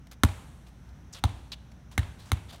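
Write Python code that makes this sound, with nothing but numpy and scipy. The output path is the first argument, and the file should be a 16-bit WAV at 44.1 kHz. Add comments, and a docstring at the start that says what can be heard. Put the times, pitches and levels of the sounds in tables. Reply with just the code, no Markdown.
"""Four bounces of a dribbled ball on an outdoor concrete court, a few metres away.
Each is a sharp slap of the skin, a knock of the shell and a low thump of the squeezed ball;
houses and trees send back a faint tail. Hands brush the ball and shoes scuff the concrete
over a quiet suburban rumble."""
import sys
import numpy as np
from scipy import signal
from scipy.fft import rfft, irfft
from scipy.io import wavfile
from scipy.ndimage import uniform_filter1d

SR = 44100
rng = np.random.default_rng(int(sys.argv[2]) if len(sys.argv) > 2 else 0)


def log_audio(samples):
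    """Write samples as a 16-bit WAV file to the path given in sys.argv[1]."""
    # one column per channel
    frames = np.atleast_2d(samples).T
    # limit to full scale, then quantise
    limited = np.clip(frames, -1, 1)
    pcm = np.round(limited * 32767).astype(np.int16)
    wavfile.write(sys.argv[1], SR, pcm)


N = 114660
TIME_S = np.arange(N) / SR
FREQ_HZ = np.fft.rfftfreq(N, 1 / SR)


def ball(echo_s=0.052, echo_db=-27, knock_delay_s=0.0011, thump_delay_s=0.0023, tail_colour_share=0.55):
    """Per bounce: slap coloured by the spot that lands, house-front echo, knock, thump, yard tail."""
    # bounces (time [s], slap [dB], thump [dB], knock [dB], spot gain in 6 bands [dB], tail [dB])
    bounces = [(.2350, -3, -9.5, -10, 4, 1.5, 0, -0.5, -1, 1.5, 2),
               (1.2391, -6, -13, -23, 6.5, -3.5, -8.5, -8, 1, -7.5, -0.5),
               (1.9785, -5.5, -14.5, -22.5, -5, -3, 5, -1.5, -1.3, -4.5, -1.5),
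               (2.3180, -9.5, -14.5, -25.5, 1.5, -3, -5, 2, -1.5, -1, -4)]
    # spot colour: 0 dB anchor, then hollow, clap, snap, crack, bite, treble (frequency [Hz])
    bands_hz = [500, 860, 1300, 1750, 2200, 3700, 8000]
    # reflection off the nearest house front (frequency [Hz], gain [dB])
    echo_colour = [(100, -2), (800, -2.5), (3000, 1), (6000, -9), (16000, -16)]
    out = np.zeros(N)
    for at_s, slap_db, thump_db, knock_db, *bands_db, tail_db in bounces:
        spot_db = np.array([0, *bands_db])
        slap_colour = list(zip(bands_hz, spot_db))
        tail_colour = list(zip(bands_hz, tail_colour_share * spot_db))
        add(out, at_s, amp(slap_db) * colour(slap(), slap_colour))
        add(out, at_s + echo_s, amp(slap_db + echo_db) * colour(slap(), echo_colour))
        add(out, at_s + knock_delay_s, amp(knock_db) * knock())
        add(out, at_s + thump_delay_s, amp(thump_db) * thump())
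        add(out, at_s, amp(tail_db) * colour(yard(), tail_colour))
    return out


def slap(size=8192, tick_db=4.5, skin_cut_hz=760, lift_s=0.0148, lift_width_s=0.003):
    """First touch ticks and rings the skin; grit crackles at touch-down, in contact and at lift-off."""
    # heavily damped skin modes (frequency [Hz], level [dB], t60 [s])
    skin_modes = [(786, -13, 0.015), (1126, -17, .012), (1364, -10.5, .010), (1800, -21, 0.013),
                  (2120, -13.5, 0.019), (3100, -36, 0.015), (3560, -15.5, .007), (3880, -17.5, 0.0087),
                  (6230, -25.5, 0.024), (7580, -15.5, 0.0027), (9640, -16, .007)]
    # grit crushed under the ball (frequency [Hz], level [dB])
    grit_spectrum = [(100, -29), (550, -5), (900, 2), (1400, 2.5), (2200, -3.5), (2700, -7.5), (3800, -1),
                     (4800, -12), (9700, -9.5), (12500, -14.5), (16000, -18)]
    t = TIME_S[:size]
    tick = amp(tick_db) * colour(signal.unit_impulse(size), grit_spectrum)
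    # a small patch of skin radiates no bass
    bass_cut = signal.butter(4, skin_cut_hz, "high", fs=SR, output="sos")
    skin = signal.sosfilt(bass_cut, ring(skin_modes, t))
    touch_down = amp(-14) * decay(t, t60_s=0.019)
    contact = amp(-32) * decay(t, t60_s=0.095)
    lift_off = amp(-32) * bump(t, lift_s, lift_width_s)
    grit = (touch_down + contact + lift_off) * noise(grit_spectrum)[:size]
    return grit - skin - tick


def thump(size=24000, start_hz=91.7, sag_hz_per_s=280, peak_s=0.014, width_s=0.009,
          wobble_start_s=0.02134, wobble_rise_s=0.016):
    """The ball squashes and springs back, then wobbles faintly as it rises."""
    # wobble of the ball (frequency [Hz], level [dB], t60 [s])
    wobble_modes = [(95.8, -15.5, 0.31), (71.4, -24.5, 0.59)]
    t = TIME_S[:size]
    cycles = np.cumsum(start_hz - sag_hz_per_s * t) / SR
    squash = bump(t, peak_s, width_s) * np.sin(2 * np.pi * cycles)
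    free_s = np.maximum(t - wobble_start_s, 0)
    wobble = np.minimum(free_s / wobble_rise_s, 1) * ring(wobble_modes, free_s)
    return wobble - squash


def knock(size=8192, rise_s=0.0023):
    """The dent spreads and sets the whole shell ringing."""
    # shell modes (frequency [Hz], level [dB], t60 [s])
    shell_modes = [(231, -5, 0.076), (277.4, -3, 0.052), (366, -5, 0.024), (606, -7.5, 0.015)]
    t = TIME_S[:size]
    return np.minimum(t / rise_s, 1) * ring(shell_modes, t)


def rubs(size=6000, width_share=0.44, grain_db=2.5, sand_per_s=380, sand_db=-9.5,
         release_s=0.005, tail_db=-15.5):
    """Friction of hands and soles: a gliding noise band over a broad rasp and ticks of sand."""
    # strokes (time [s], length [s], attack [s], level [dB], band start [Hz], band end [Hz],
    #          rasp re band [dB], level change over the stroke [dB])
    strokes = [(0.069, .007, 0.0015, -60.5, 4000, 3000, 7, -12),
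               (0.1132, 0.029, 0.0008, -53, 4400, 3250, 6.5, -16.5),
               (0.662, 0.033, 0.0092, -66, 3000, 2490, 7.5, -8.5),
               (0.885, 0.0085, 0.0027, -75.5, 7300, 3550, 2, 5),
               (1.1245, 0.024, 0.0077, -44, 7050, 4650, -14.5, -7),
               (1.143, 0.053, 0.0056, -48.5, 3830, 2880, -1, -8),
               (1.518, .022, 0.00092, -37.5, 4150, 3240, -12.5, -6.5),
               (1.714, 0.0084, 0.0046, -64.5, 5540, 4500, 7.5, -6),
               (1.912, 0.08, .003, -62, 3470, 2980, 8.5, -23), (2.183, 0.064, 0.02, -56, 3700, 4200, 1, -9),
               (2.246, 0.058, 0.017, -65, 6060, 5400, 11.5, -6),
               (2.482, 0.032, 0.017, -51.5, 3440, 3600, -3, -2.5),
               (2.519, 0.072, 0.014, -49.5, 3680, 3600, 2, -20.5),
               (2.522, 0.032, 0.014, -55, 720, 685, -17, 0)]
    # broad friction noise (frequency [Hz], level [dB])
    rasp_spectrum = [(100, -24), (400, -4), (800, 2), (2200, -3), (4500, -6.5), (9000, -10), (11000, -15.5),
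                     (16000, -24)]
    out, t = np.zeros(N), TIME_S[:size]
    for at_s, length_s, attack_s, level_db, start_hz, end_hz, rasp_db, fade_db in strokes:
        progress = np.minimum(t / length_s, 1)
        centre_hz = start_hz + (end_hz - start_hz) * progress
        width_hz = width_share * start_hz
        slips, grain, ticks = rng.standard_normal((3, size))
        band = unit(resonate(resonate(slips, centre_hz, width_hz), centre_hz, width_hz))
        sand = amp(sand_db) * unit(ticks * (rng.random(size) < sand_per_s / SR))
        rasp = amp(rasp_db) * (noise(rasp_spectrum)[:size] + sand)
        envelope = np.minimum(t / attack_s, 1) * np.exp(-np.maximum(t - length_s, 0) / release_s)
        flicker_db = grain_db * unit(uniform_filter1d(grain, size=30))
        gain = amp(level_db + fade_db * progress + flicker_db)
        add(out, at_s, envelope * gain * (band + rasp))
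    reflections = signal.fftconvolve(out, unit(yard()) / np.sqrt(N))[:N]
    return out + amp(tail_db) * reflections


def yard(start_s=0.01, rise_s=0.008, wall_s=0.056, wall_spread_s=0.0026, wall_db=3.5):
    """Impulse response of the surroundings, swelling briefly as a house wall answers."""
    # near and far reflections (frequency [Hz], level [dB], t60 [s])
    near = [(30, -32.5, 0.3), (65, -13, 0.92), (110, -17.5, 1), (170, -24, 0.2), (260, -26, 0.42),
            (500, -36.5, .4), (784, -28, .45), (1230, -36, 0.82), (2100, -37.5, 0.73), (3710, -38.5, 0.55),
            (5000, -52.5, 0.69), (8950, -48.5, 0.91), (16000, -69.5, 0.47)]
    far = [(60.1, -40, 1.2), (260, -37, 1.2), (500, -40, 1.2), (800, -42, 1.6), (1800, -46, 0.43),
           (3840, -54.5, 2.3), (4870, -49.5, 0.57), (9200, -58.5, 1.8), (12000, -61, 1.5),
           (16000, -63.5, .8)]
    rise = np.clip((TIME_S - start_s) / rise_s, 0, 1)
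    wall_swell = amp(wall_db * bump(TIME_S, wall_s, wall_spread_s))
    return rise * wall_swell * (tail(near) + tail(far))


def tail(bands):
    """Scattered reflections: noise with its own decay time in each band."""
    hz, t, spectra = signal.stft(rng.standard_normal(N), SR, nperseg=512)
    gain = amp(lookup(bands, hz))[:, None]
    t60_s = lookup(bands, hz, column=2)[:, None]
    return signal.istft(spectra * gain * decay(t, t60_s), SR, nperseg=512)[1][:N]


def air(rumble_db=-50.5, swell_db=-0.88, swell_hz=3,
        hum_hz=59.7, hum_spread_hz=1.4, hum_db=-52.5, waver_db=2, waver_hz=9):
    """Distant rumble and hiss, with a low hum wavering in pitch and level."""
    # outdoor background (frequency [Hz], relative density [dB])
    rumble_spectrum = [(20, -29), (40, -9.5), (62, -8.5), (85, -8.5), (120, -10.5), (170, -12), (290, -22),
                       (440, -33), (800, -31.5), (1100, -36.5), (1500, -35), (2500, -42.5), (3600, -46),
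                       (4800, -51), (5900, -41.5), (7000, -53), (10000, -56), (16000, -60)]
    cycles = np.cumsum(hum_hz + hum_spread_hz * drift(waver_hz)) / SR
    hum = amp(hum_db + waver_db * drift(waver_hz)) * unit(np.sin(2 * np.pi * cycles))
    rumble = amp(rumble_db + swell_db * drift(swell_hz)) * noise(rumble_spectrum)
    return rumble + hum


def amp(db):
    """Decibels to gain."""
    return 10 ** (np.asarray(db) / 20)


def unit(x):
    """Scale to rms 1."""
    return x / np.sqrt(np.mean(x ** 2) + 1e-20)


def lookup(points, hz, column=1):
    """Interpolate a table column over log frequency."""
    columns = np.transpose(points)
    return np.interp(np.log(hz + 1), np.log(columns[0] + 1), columns[column])


def add(mix, at_s, sound):
    """Mix a sound in, in place."""
    part = mix[max(round(at_s * SR), 0):][:len(sound)]
    part += sound[:len(part)]


def noise(spectrum):
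    """Shaped noise, rms 1."""
    return unit(irfft(rfft(rng.standard_normal(N)) * amp(lookup(spectrum, FREQ_HZ)), N))


def drift(rate_hz):
    """Slow random wander, rms 1."""
    return unit(irfft(rfft(rng.standard_normal(N)) * bump(FREQ_HZ, 0, rate_hz), N))


def colour(x, gains, size=4096):
    """Minimum-phase filter through (frequency [Hz], gain [dB]) points."""
    log_gain = np.log(amp(lookup(gains, abs(np.fft.fftfreq(size, 1 / SR)))))
    response = np.exp(np.conj(signal.hilbert(log_gain)))
    taps = np.fft.ifft(response).real[:size // 2]
    return signal.fftconvolve(x, taps)[:len(x)]


def resonate(x, centre_hz, width_hz):
    """Unity-gain resonance following the curve centre_hz."""
    carrier = np.exp(2j * np.pi * np.cumsum(centre_hz) / SR)
    pole = np.exp(-np.pi * width_hz / SR)
    baseband = signal.lfilter([1 - pole], [1, -pole], x / carrier + 1e-18)
    return 2 * (carrier * baseband).real


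def ring(modes, t):
    """Sum of decaying sines."""
    return sum(amp(db) * decay(t, t60_s) * np.sin(2 * np.pi * hz * t) for hz, db, t60_s in modes)


def decay(t, t60_s):
    """Fall of 60 dB per t60_s."""
    return np.exp(-np.log(1000) * t / t60_s)


def bump(x, centre, width):
    """Gaussian of peak 1."""
    return np.exp(-((x - centre) / width) ** 2)


def scene():
    """Ball and rubs over the outdoor air, mono."""
    return (ball() + rubs() + air())[None]


def record(dry, low_cut_hz=38, high_cut_hz=15900):
    """Microphone low cut and band limit."""
    highpass = signal.butter(2, low_cut_hz, "high", fs=SR, output="sos")
    lowpass = signal.firwin(255, high_cut_hz, window=("kaiser", 9), fs=SR)
    return signal.oaconvolve(signal.sosfilt(highpass, dry), lowpass[None], "same")


dry = scene()
out = record(dry)
log_audio(out)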